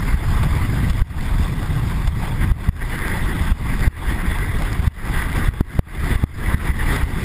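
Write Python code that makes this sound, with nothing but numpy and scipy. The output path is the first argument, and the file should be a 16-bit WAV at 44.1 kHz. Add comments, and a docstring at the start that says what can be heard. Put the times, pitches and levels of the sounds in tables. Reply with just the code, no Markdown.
"""On an ice track, a skeleton sled runs downhill with a small camera fixed to its frame.
The steel runners scrape, harsher where they bite in the banked curves, over a rumble of wind and frame.
Bumps in the ice jolt the sled; hard jolts make the camera's gain control duck and slowly recover.
The camera's coarse, stepped sampling mirrors the scrape into a thin fizz in the treble."""
import sys
import numpy as np
from scipy import signal
from scipy.fft import rfft, irfft
from scipy.io import wavfile
from scipy.ndimage import uniform_filter1d, minimum_filter1d

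SR = 44100
rng = np.random.default_rng(int(sys.argv[2]) if len(sys.argv) > 2 else 0)


def master_out(mix):
    """Clip the mix to full scale and print it as 16-bit PCM to the path in sys.argv[1]."""
    frames = np.transpose(np.atleast_2d(mix))
    ceiling = np.clip(frames, -1, 1)
    pcm = np.round(ceiling * 32767).astype(np.int16)
    wavfile.write(sys.argv[1], SR, pcm)


N = 319284
TIME = np.arange(N) / SR
FREQS = np.fft.rfftfreq(N, 1 / SR)
CAMERA_RATE_HZ = 12000

# How hard the runners dig in. Each row: time in seconds, bite (near 0 on a straight, about 1 at most).
BANK = [(0, 0.14), (1.3, 0.13), (2.2, 0.15), (2.42, 0.29), (2.62, 0.2), (2.89, 0.44), (2.99, 1.14),
        (3.35, 0.67), (3.58, 0.29), (3.85, 0.63), (4.38, .95), (4.6, 0.58), (5.2, 0.73), (5.48, 0.69),
        (5.7, 0.56), (6.4, .55), (6.9, 0.58), (7.24, 0.56)]
# Big bumps in the ice. Each row: time in seconds, push in dB, half-length in seconds.
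JOLTS = [(.1444, -3, 0.0019), (.9057, -5.5, 0.0027), (1.0195, -1, 0.004), (2.0804, -5, 0.0032),
         (2.5175, -2.5, 0.0032), (2.6915, 0.5, 0.0019), (3.5204, -3.5, 0.0032), (3.878, 0.2, 0.0031),
         (4.7948, -5.5, 0.0021), (4.8785, 2, 0.0019), (5.4875, -2.5, 0.0027), (5.6102, 3, 0.0011),
         (5.7932, 1, 0.002), (6.158, -4.5, 0.0031), (6.2402, 2.5, 0.0014), (6.5455, -1.66, 0.0017),
         (6.7035, -4.5, 0.0022), (7.0346, -5, 0.003)]


def scrape():
    """Sliding friction: steel on ice surges and chatters as the runners skip over the fine ripple."""
    sway_db = 0.98 * wander(rate_hz=7.6)
    surge_db = wander(rate_hz=51)
    chatter_db = 0.62 * wander(rate_hz=130)
    return amp(runner_db() + sway_db + surge_db + chatter_db) * rush(body_db, patchy_db=2.1, size=1024)


def runner_db(flat_db=-34.5, full_bite_db=5.5):
    """Friction noise grows louder as the runners bite and as they skid."""
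    return flat_db + full_bite_db * follow(BANK, TIME) + skid_db()


def skid_db():
    """Sideways slip swells the scrape along a bell curve in dB."""
    # Skids of the runners. Each row: time of the peak in seconds, gain in dB, half-length in seconds.
    skids = [(.5, 2.5, 0.49), (2.428, 9, 0.022), (2.826, 8.5, 0.018), (3.08, 2.5, 0.11), (3.835, 5, 0.032),
             (4.097, 6.5, 0.034), (5.18, 5, 0.032), (5.422, 3, .06), (6.12, 4.5, 0.042), (6.493, 4, 0.089),
             (6.656, 7, 0.045), (6.815, 5, 0.026), (6.937, 8, 0.057)]
    return sum(db * np.exp(-((TIME - s) / length) ** 2) for s, db, length in skids)


def bite(t, per_skid_db=0.055):
    """Under load the runners dig in through the banked curves, and a little more in each skid."""
    return follow(BANK, t) + per_skid_db * np.interp(t, TIME, skid_db())


def body_db(hz):
    """Resonance: the modes of sled and camera case add peaks to the spectrum of the runners."""
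    # Runners gliding flat. Each row: frequency in Hz, relative spectral density in dB.
    glide = [(100, -10), (330, 1.5), (560, -1.5), (750, 2.5), (1350, -1), (1750, -5), (2300, -3.5),
             (3100, -11), (3800, -12), (4400, -16.5), (5300, -20)]
    # Modes of sled and case. Each row: frequency in Hz, half-width in Hz, gain in dB.
    modes = [(893, 21, 5), (1114, 125, 5), (1595, 96, 5), (1972, 182, 7.5), (2890, 65, 2), (3476, 247, 7),
             (4945, 484, 8.5)]
    return read(glide, hz) + sum(db * np.exp(-((hz - f) / width) ** 2) for f, width, db in modes)


def rush(colour_db, patchy_db, size):
    """Spectral shaping: noise of steady power whose colour follows the bite, with short random patches."""
    # Change of colour at full bite. Each row: frequency in Hz, gain in dB.
    bite_colour = [(35, 2.5), (100, -6), (200, -3), (380, 7.5), (650, -2), (900, 2), (1100, 1.2),
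                   (1400, 5.5), (1850, 11), (2500, 2), (3100, 3.5), (4500, -0.2)]
    frames = dict(nperseg=size, noverlap=size * 3 // 4)
    hz, t, spectra = signal.stft(rng.standard_normal(N), SR, **frames)
    shape = amp(colour_db(hz)[:, None] + read(bite_colour, hz)[:, None] * bite(t))
    patches = uniform_filter1d(rng.standard_normal(spectra.shape), size=10, axis=0)
    patches = unit_rms(uniform_filter1d(patches, size=7, axis=1))
    spectra = spectra * shape / np.linalg.norm(shape, axis=0) * amp(patchy_db * patches)
    return unit_rms(signal.istft(spectra, SR, **frames)[1][:N])


def dulled(x, middle_s=2.52, half_length_s=0.25, treble_db=-4, above_hz=2630):
    """A shelving filter: the treble sinks briefly and comes back."""
    low = irfft(rfft(x) / (1 + (FREQS / above_hz) ** 6), N)
    return low + (x - low) * amp(treble_db * np.exp(-((TIME - middle_s) / half_length_s) ** 2))


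def jolts(bumps, lift=0.34, ring=0.35, ring_hz=76, ring_s=0.045):
    """Shock excitation: the sled rides up a bump, slams down, and its frame rings as a damped mode."""
    out = np.zeros(N)
    for s, db, length in bumps:
        near = abs(TIME - s) < 0.2
        t = TIME[near] - s
        after = np.maximum(t, 0)
        rise = lift * np.exp(-((t / length + 1.59) / 2.67) ** 2)  # earlier and broader than the slam
        slam = np.exp(-(t / length) ** 2)
        shudder = ring * np.sin(2 * np.pi * ring_hz * after) * np.exp(-after / ring_s)
        out[near] += amp(db) * (rise - slam - shudder)
    return out


def ripples(per_s=1.2, push_db=-6.5, half_length_s=0.0019):
    """Surface roughness: small bumps fall at random, clear of the big ones, in rows like JOLTS."""
    gaps, sizes = rng.random((40, 2)).T
    times = np.cumsum(0.5 + gaps) / per_s
    return [(s, push_db, half_length_s * 2 ** (size - 0.5)) for s, size in zip(times, sizes)
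            if s < TIME[-1] and min(abs(s - row[0]) for row in JOLTS) > 0.05]


def knocks():
    """Impact: the hardest landings send a steep, brief, and so broadband, pulse through the frame."""
    # Blows to the frame. Each row: start in seconds, peak in dB, rise time in seconds.
    blows = [(5.609, -7, 0.00029), (5.7922, -0.5, 0.00031), (6.239, -12, 0.0003)]
    out = np.zeros(N)
    for s, db, rise_s in blows:
        age = np.clip((TIME - s) / rise_s, 0, 40)
        out -= amp(db) * age * np.exp(1 - age)
    return out


def chips(relative_db=-26.5, decay_s=0.0018, lead_s=0.002):
    """Brittle fracture: each big jolt chips the ice, louder the harder it pushes."""
    envelope = sum(burst(s - lead_s, db + relative_db, decay_s) for s, db, _ in JOLTS)
    return through_body(envelope * rng.standard_normal(N), tilt_db_per_octave=1.5)


def cracks():
    """Friction transients: short bursts of noise, some where a runner catches and scratches the ice, others
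    (near 0.9, 2.08, 2.68 and 4.87 s) on jolts, further chips of the same kind."""
    # Each row: start in seconds, level in dB, decay time in seconds, tilt in dB per octave.
    clicks = [(0.43, -22.5, 0.019, -1), (.897, -28, 0.011, 6), (1.208, -28, 0.0037, 5),
              (2.075, -23, .0031, 4), (2.681, -29, 0.0054, -10), (4.587, -33, 0.0016, 19),
              (4.621, -22, 0.0021, 2), (4.729, -28, 0.0027, 11), (4.874, -30, .002, 4),
              (5.358, -24, 0.019, -0.5), (5.537, -20, 0.0053, -1.5), (6.044, -25, 0.0029, 3)]
    noise = rng.standard_normal(N)
    return sum(through_body(burst(s, db, decay) * noise, tilt) for s, db, decay, tilt in clicks)


def grit(per_s=90, relative_db=-17, spread_db=5.5):
    """Shot noise: crumbs of ice tick under the runners, many small and a few large."""
    ticks = (rng.random(N) < per_s / SR) * rng.choice([-1, 1], N)
    sizes = amp(spread_db * np.minimum(rng.exponential(1, N), 4))
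    force = unit_rms(ticks * sizes) * amp(runner_db() + relative_db)
    return through_body(force, tilt_db_per_octave=2.5)


def through_body(force, tilt_db_per_octave):
    """Forced vibration: a force rings the sled and case; sharper contact tilts the spectrum upwards."""
    colour = amp(body_db(FREQS) + tilt_db_per_octave * np.log2(0.24 + FREQS / 1500))
    return irfft(rfft(force) * unit_rms(colour * (FREQS < CAMERA_RATE_HZ / 2)), N)


def rumble(bumps, flat_db=-19, full_bite_db=-2, skid_share=0.61, gust_db=2, crest=2.1, gap_s=0.0043):
    """Buffeting: wind and frame make a lumpy low noise that gives way for an instant at each jolt."""
    # Wind and frame rumble. Each row: frequency in Hz, relative spectral density in dB.
    spectrum = [(10, -21), (22, 0.5), (38, 0), (60, -3), (100, -2.5), (150, -6.5), (210, -13.5), (300, -22),
                (420, -36.5), (600, -42), (1200, -56.5)]
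    lumps = rush(lambda hz: read(spectrum, hz), patchy_db=1.56, size=4096)
    lumps *= amp(gust_db * wander(rate_hz=45))
    lumps = unit_rms(np.tanh(unit_rms(lumps) / crest))  # the strongest gusts level off
    gaps = [1 - np.exp(-np.minimum(abs(TIME - s) / gap_s, 4) ** 4) for s, _, _ in bumps]
    level_db = flat_db + full_bite_db * follow(BANK, TIME) + skid_share * skid_db()
    return amp(level_db) * lumps * np.prod(gaps, axis=0)


def gain_control(x, threshold_db=-9, overreaction=3.185, lag_s=0.0014, attack_s=0.0036,
                 release_s=0.13, pull_db=4.5):
    """Compression: peaks over the threshold pull the gain far down; it holds, then creeps back."""
    smoothed = uniform_filter1d(x.mean(0), size=130, origin=64)
    level_db = 20 * np.log10(abs(smoothed) + 1e-9)
    duck_db = overreaction * np.maximum(np.interp(TIME - lag_s, TIME, level_db) - threshold_db, 0)
    held_db = -minimum_filter1d(-duck_db, size=441, origin=220)  # 10 ms hold
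    # The exponential release aims pull_db past full gain and stops at full gain.
    recovery = TIME / release_s
    log_peak = np.maximum.accumulate(np.log(held_db + pull_db) + recovery)
    released_db = np.exp(log_peak - recovery) - pull_db
    pole = np.exp(-1 / (attack_s * SR))
    return x * amp(-signal.lfilter([1 - pole], [1, -pole], released_db))


def sample_and_hold(x, edge_hz=5550):
    """Spectral imaging: slow sampling with held steps mirrors the sound around the sampling rate."""
    narrow = irfft(rfft(x) / np.sqrt(1 + (FREQS / edge_hz) ** 44), N)
    mirrored = narrow * (1 + 2 * np.cos(2 * np.pi * CAMERA_RATE_HZ * TIME))
    return irfft(rfft(mirrored) * np.sinc(FREQS / CAMERA_RATE_HZ), N)


def burst(s, db, decay_s):
    """Exponential decay after an instant onset."""
    return amp(db) * (TIME >= s) * np.exp(-np.minimum(abs(TIME - s) / decay_s, 40))


def wander(rate_hz):
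    """Random modulation: low-passed noise of rms 1."""
    return unit_rms(irfft(rfft(rng.standard_normal(N)) / (1 + (FREQS / rate_hz) ** 4), N))


def read(points, hz):
    """Interpolation of a spectrum in dB on a log-frequency axis."""
    f, db = np.transpose(points)
    return np.interp(np.log(hz + 1), np.log(f + 1), db)


def follow(rows, t):
    """Linear interpolation of a curve at the times t."""
    return np.interp(t, *np.transpose(rows))


def amp(db):
    """Decibels to amplitude ratio."""
    return 10 ** (np.asarray(db) / 20)


def unit_rms(x):
    """Normalisation to rms 1."""
    return x / np.sqrt(np.mean(x ** 2) + 1e-20)


def scene():
    """Superposition: all sources add at one microphone, which feeds both channels."""
    bumps = JOLTS + ripples()
    sled = dulled(scrape() + grit()) + rumble(bumps) + jolts(bumps) + knocks() + chips() + cracks()
    return np.array([sled, sled])


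def record(dry, edge_hz=15400):
    """The camera's signal chain: gain control, soft saturation, stepped sampling and a band limit."""
    levelled = gain_control(dry)
    rounded = levelled / (1 + levelled ** 8) ** (1 / 8)
    low_pass = signal.firwin(511, edge_hz, window=("kaiser", 9), fs=SR)
    return signal.oaconvolve(sample_and_hold(rounded), low_pass[None], "same")


dry = scene()
out = record(dry)
master_out(out)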